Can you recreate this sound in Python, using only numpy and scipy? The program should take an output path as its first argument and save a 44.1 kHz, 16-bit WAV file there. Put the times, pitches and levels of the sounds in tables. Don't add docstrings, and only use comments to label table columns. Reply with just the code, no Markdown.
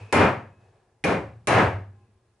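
import sys
import numpy as np
from scipy import signal
from scipy.io import wavfile

SR = 44100
rng = np.random.default_rng(int(sys.argv[2]) if len(sys.argv) > 2 else 0)


def ratio_of_db(decibels):
    return 10 ** (np.asarray(decibels, float) / 20)


def transcribe(u):
    v = np.clip(np.atleast_2d(u).T, -1, 1)
    q = np.round(v * 32767).astype(np.int16)
    wavfile.write(sys.argv[1], SR, q)


N = 105840

BLOW_TIMES = [
    .1256,
    1.0398,
    1.472,
]
# (strength [dB], brightness [dB per octave], steel ring [dB], gain ducked by [dB])
BLOW_FORCES = [
    (6, 0.78, 0.5, 24.5),
    (-7, -1, 0, 16),
    (9, 1.36, 0.5, 29.5),
]
BLOWS = [(s, *force) for s, force in zip(BLOW_TIMES, BLOW_FORCES)]
# (frequency [Hz], t60 [s])
ROOM_DECAY = [(40, 0.52), (100, 0.51), (250, .36), (700, 0.37), (2000, 0.36), (4500, 0.25), (7500, 0.19),
              (11000, 0.17)]


def rms_one(x):
    return x / np.sqrt(np.mean(x ** 2) + 1e-20)


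def at_hz(points, hz):
    table_hz, values = np.array(points).T
    return np.interp(np.log(hz), np.log(table_hz), values)


def since(s):
    return np.maximum(np.arange(N) / SR - s, 0)


def swell(s, build_s, t60):
    t = since(s)
    build = 1 - np.exp(-t / max(build_s, 1e-4))
    return build * ratio_of_db(-60 * t / t60)


def drift(rate_hz):
    r = np.exp(-80 * np.pi * rate_hz / SR)
    noise = rng.standard_normal(N // 40 + 2002)
    slow = signal.lfilter([1], [1, -2 * r, r * r], noise)[2000:]
    return np.interp(np.arange(N) / 40, np.arange(len(slow)), rms_one(slow))


def stereo(pair, hz):
    # (frequency [Hz], left-right likeness [0..1])
    likeness = [(40, .96), (90, .99), (170, .985), (490, .9), (1400, .7), (2500, .72), (4300, .01),
                (7000, .2), (11400, .01)]
    # (frequency [Hz], left minus right [dB])
    side_lean = [(60, .1), (220, .4), (830, 1.8), (2500, .8), (4500, -3), (11400, -2)]
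    alike = np.clip(at_hz(likeness, hz), 0, 1)
    half_lean = at_hz(side_lean, hz) / 2
    middle = np.sqrt(1 + alike) * pair[0]
    side = np.sqrt(1 - alike) * pair[1]
    return (middle + side * [[1], [-1]]) * ratio_of_db([[half_lean], [-half_lean]])


def bands(spectrum, shape):
    out, power = 0, 0
    edges = 28 * 2 ** np.arange(0, 8.8, 1 / 3)
    white = rng.standard_normal((2, 2, N))
    for k, (low, high) in enumerate(zip(edges, edges[1:])):
        hz = np.sqrt(low * high)
        band = signal.butter(2, [low, high], "band", fs=SR, output="sos")
        pair = signal.sosfilt(band, white[k % 2])
        gain = ratio_of_db(at_hz(spectrum, hz))
        out = out + gain * shape(hz) * stereo(pair, hz)
        power = power + 4 * gain ** 2 * (high - low) / SR
    return out / np.sqrt(power)


def hollow(hz, width_hz):
    r = np.exp(-np.pi * width_hz / SR)
    poles = [1, -2 * r * np.cos(2 * np.pi * hz / SR), r * r]
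    pair = signal.lfilter([1, 0, -1], poles, rng.standard_normal((2, N)))
    return rms_one(stereo(pair, hz))


def hum_and_hiss():
    # (frequency [Hz], density [dB per Hz])
    floor_spectrum = [(15, -20), (30, -7.5), (60, -1.5), (110, -1), (170, -14.5), (400, -10), (700, -13.5),
                      (1480, -22.5), (3000, -28.5), (10100, -32), (11500, -34)]
    return ratio_of_db(-69) * bands(floor_spectrum, lambda hz: ratio_of_db(1.0 * drift(12)))


def scuffs():
    # (time [s], level [dB], build-up [s], t60 [s], shrillness [dB])
    moves = [
        (-.03, -47.5, 0.011, 0.88, 7.5),
        (0.579, -55.5, .05, 0.78, -13),
        (.72, -65, .05, .8, -7.5),
        (1.95, -71, .07, 0.73, 12),
        (2.26, -74, .05, 0.51, -2),
    ]
    # (frequency [Hz], width [Hz], level [dB], share of shrillness)
    peaks = [(180, 120, -14, 1.2), (450, 100, -4, .01), (720, 150, -6, -.3), (1000, 200, -9, .3),
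             (1700, 120, -12, .01), (2250, 200, -19, .9), (2560, 100, -13, .99), (5200, 1500, -27, .99)]
    out = 0
    for hz, width_hz, level_db, share in peaks:
        envelope = 0
        for s, db, build_s, t60, shrill_db in moves:
            envelope = envelope + ratio_of_db(db + level_db + share * shrill_db) * swell(s, build_s, t60)
        out = out + hollow(hz, width_hz) * envelope
    return out


def thump():
    start_s, pitch_hz, level_db, build_s, t60_s = .009, 104, -20.5, .04, .17
    tone = np.sin(2 * np.pi * pitch_hz * since(start_s))
    return ratio_of_db(level_db) * swell(start_s, build_s, t60_s) * tone


def knock():
    # (frequency [Hz], density [dB per Hz])
    knock_spectrum = [(25, -28.5), (50, -27), (90, -8.5), (362, -3), (800, -6), (1700, -12), (2650, -18),
                      (3300, -29), (5000, -33), (8800, -37.5), (11500, -40)]
    # (frequency [Hz], build-up [s])
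    room_build = [(60, 0.0035), (500, 0.0037), (2000, 0.00058), (11000, 0.00074)]

    def envelope(hz):
        out = 0
        for s, db, tilt, _, _ in BLOWS:
            level_db = db + tilt * np.log2(hz / 1000)
            out = out + ratio_of_db(level_db) * swell(s, at_hz(room_build, hz), at_hz(ROOM_DECAY, hz))
        return out

    return bands(knock_spectrum, envelope)


def crack():
    low_hz, crack_db, build_s, t60_s = 4000, -21.5, .0007, .04
    treble = signal.butter(2, low_hz, "high", fs=SR, output="sos")
    bright = signal.sosfilt(treble, rng.standard_normal((2, N)))
    envelope = sum(ratio_of_db(db + crack_db) * swell(s, build_s, t60_s) for s, db, *_ in BLOWS)
    return stereo(bright, 2 * low_hz) * envelope


def steel():
    # (frequency [Hz], width [Hz], level on blow 1, 2, 3 [dB])
    steel_bands = [(2096, 260, -21, -13.5, -25), (2415, 40, -17, -13, -25.5), (3186, 52, -32.5, -29, -27.5),
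                   (3965, 69, -36.5, -26.5, -25), (4280, 120, -29.5, -27.5, -33),
                   (5450, 200, -26.5, -25, -25.5), (6260, 150, -45, -26, -24), (7080, 150, -28.5, -46, -36),
                   (7855, 310, -32, -43, -31), (9200, 580, -37.5, -42.5, -26), (9800, 83, -24, -25.5, -24)]
    linger = 0.94
    flash_db, flash_t60_s = 3, 0.054
    out = 0
    for hz, width_hz, *levels in steel_bands:
        envelope = 0
        for (s, db, _, ring_db, _), level_db in zip(BLOWS, levels):
            ring = swell(s, 0.0002, linger * at_hz(ROOM_DECAY, hz))
            flash = ratio_of_db(flash_db) * swell(s, .0006, flash_t60_s)
            envelope = envelope + ratio_of_db(db + ring_db + level_db) * (ring + flash)
        out = out + hollow(hz, width_hz) * envelope
    return out


def wood():
    # (frequency [Hz], width [Hz], level on blow 1, 2, 3 [dB])
    resonances = [(220.6, 8.3, -19, -13, -23), (302, 18, -18, -18, -18.5), (388.8, 6.7, -24, -15.5, -25),
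                  (538.8, 6, -13, -8, -12.5), (662, 8.3, -21.5, -24, -18.5), (732.4, 45, -22.5, -18.5, -12),
                  (938, 10, -18, -20.5, -15.5), (1170, 15, -23, -29, -41), (1273, 15, -18.5, -36, -18),
                  (1542, 18, -24.5, -29, -22.5), (1628, 18, -27, -24.5, -17.5)]
    build_s = 0.016
    out = 0
    for hz, width_hz, *levels in resonances:
        envelope = 0
        for (s, db, *_), level_db in zip(BLOWS, levels):
            envelope = envelope + ratio_of_db(db + level_db) * swell(s, build_s, at_hz(ROOM_DECAY, hz))
        out = out + hollow(hz, width_hz) * envelope
    return out


def boom():
    # (frequency [Hz], level [dB], t60 [s])
    modes = [(91, -15, 0.38), (99.1, -29, 0.89), (114, -23.5, 0.61), (155.9, -17.5, 0.15)]
    build_s, spread_db, waver_db, waver_hz = .018, 0.3, 6.5, 8.5
    chance = rng.uniform(-1, 1, (len(BLOWS), len(modes)))
    out = 0
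    for (s, db, *_), row in zip(BLOWS, chance):
        for k, ((hz, mode_db, t60), luck) in enumerate(zip(modes, row)):
            level_db = db + mode_db + spread_db * luck + waver_db * drift(waver_hz)
            tone = (-1) ** k * np.sin(2 * np.pi * hz * since(s))
            out = out + ratio_of_db(level_db) * swell(s, build_s, t60) * tone
    return out


def after_ring():
    # (frequency [Hz], width [Hz], t60 [s], level on blow 1, 2, 3 [dB])
    loose_metal = [(98, 6, 1.1, -50, -40.5, -50.5), (111, 11, 1.6, -47.5, -34, -56),
                   (210, 12, 1.6, -62.5, -58, -59.5), (280, 14, 1.2, -65, -61, -65.5),
                   (371.7, 8, 1.8, -60.5, -57.5, -60), (470, 14, 1.2, -64.5, -60.5, -68.5),
                   (565, 6.4, 0.48, -52, -33.5, -54), (808, 10, 1.3, -65.5, -58, -58.5),
                   (1042, 13, 1.9, -71.5, -65.5, -71), (1660, 40, 1.8, -71, -65, -71),
                   (2560, 3, 0.92, -56, -62, -66)]
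    out = 0
    for hz, width_hz, t60, *levels in loose_metal:
        envelope = 0
        for (s, db, *_), level_db in zip(BLOWS, levels):
            envelope = envelope + ratio_of_db(db + level_db) * swell(s, .05, t60)
        out = out + hollow(hz, width_hz) * envelope
    return out


def scene():
    quiet = hum_and_hiss() + scuffs() + thump()
    blows = knock() + crack() + steel() + wood() + boom() + after_ring()
    return quiet + blows


def low_pass(x):
    return signal.sosfilt(signal.butter(12, 11970, fs=SR, output="sos"), x)


def record(dry):
    recover_db_per_s, knee_s, grab_s = 211, .018, 0.00036
    duck_db = 0
    for s, *_, depth_db in BLOWS:
        knees_left = (depth_db / recover_db_per_s - since(s)) / knee_s
        climb_db = recover_db_per_s * knee_s * np.logaddexp(0, knees_left)
        grab = 1 - np.exp(-since(s) / grab_s)
        duck_db = duck_db + grab * climb_db
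    top_cut = signal.cheby2(12, 30, 11200, fs=SR, output="sos")
    return low_pass(signal.sosfilt(top_cut, dry * ratio_of_db(-duck_db)))


dry = scene()
out = record(dry)
transcribe(out)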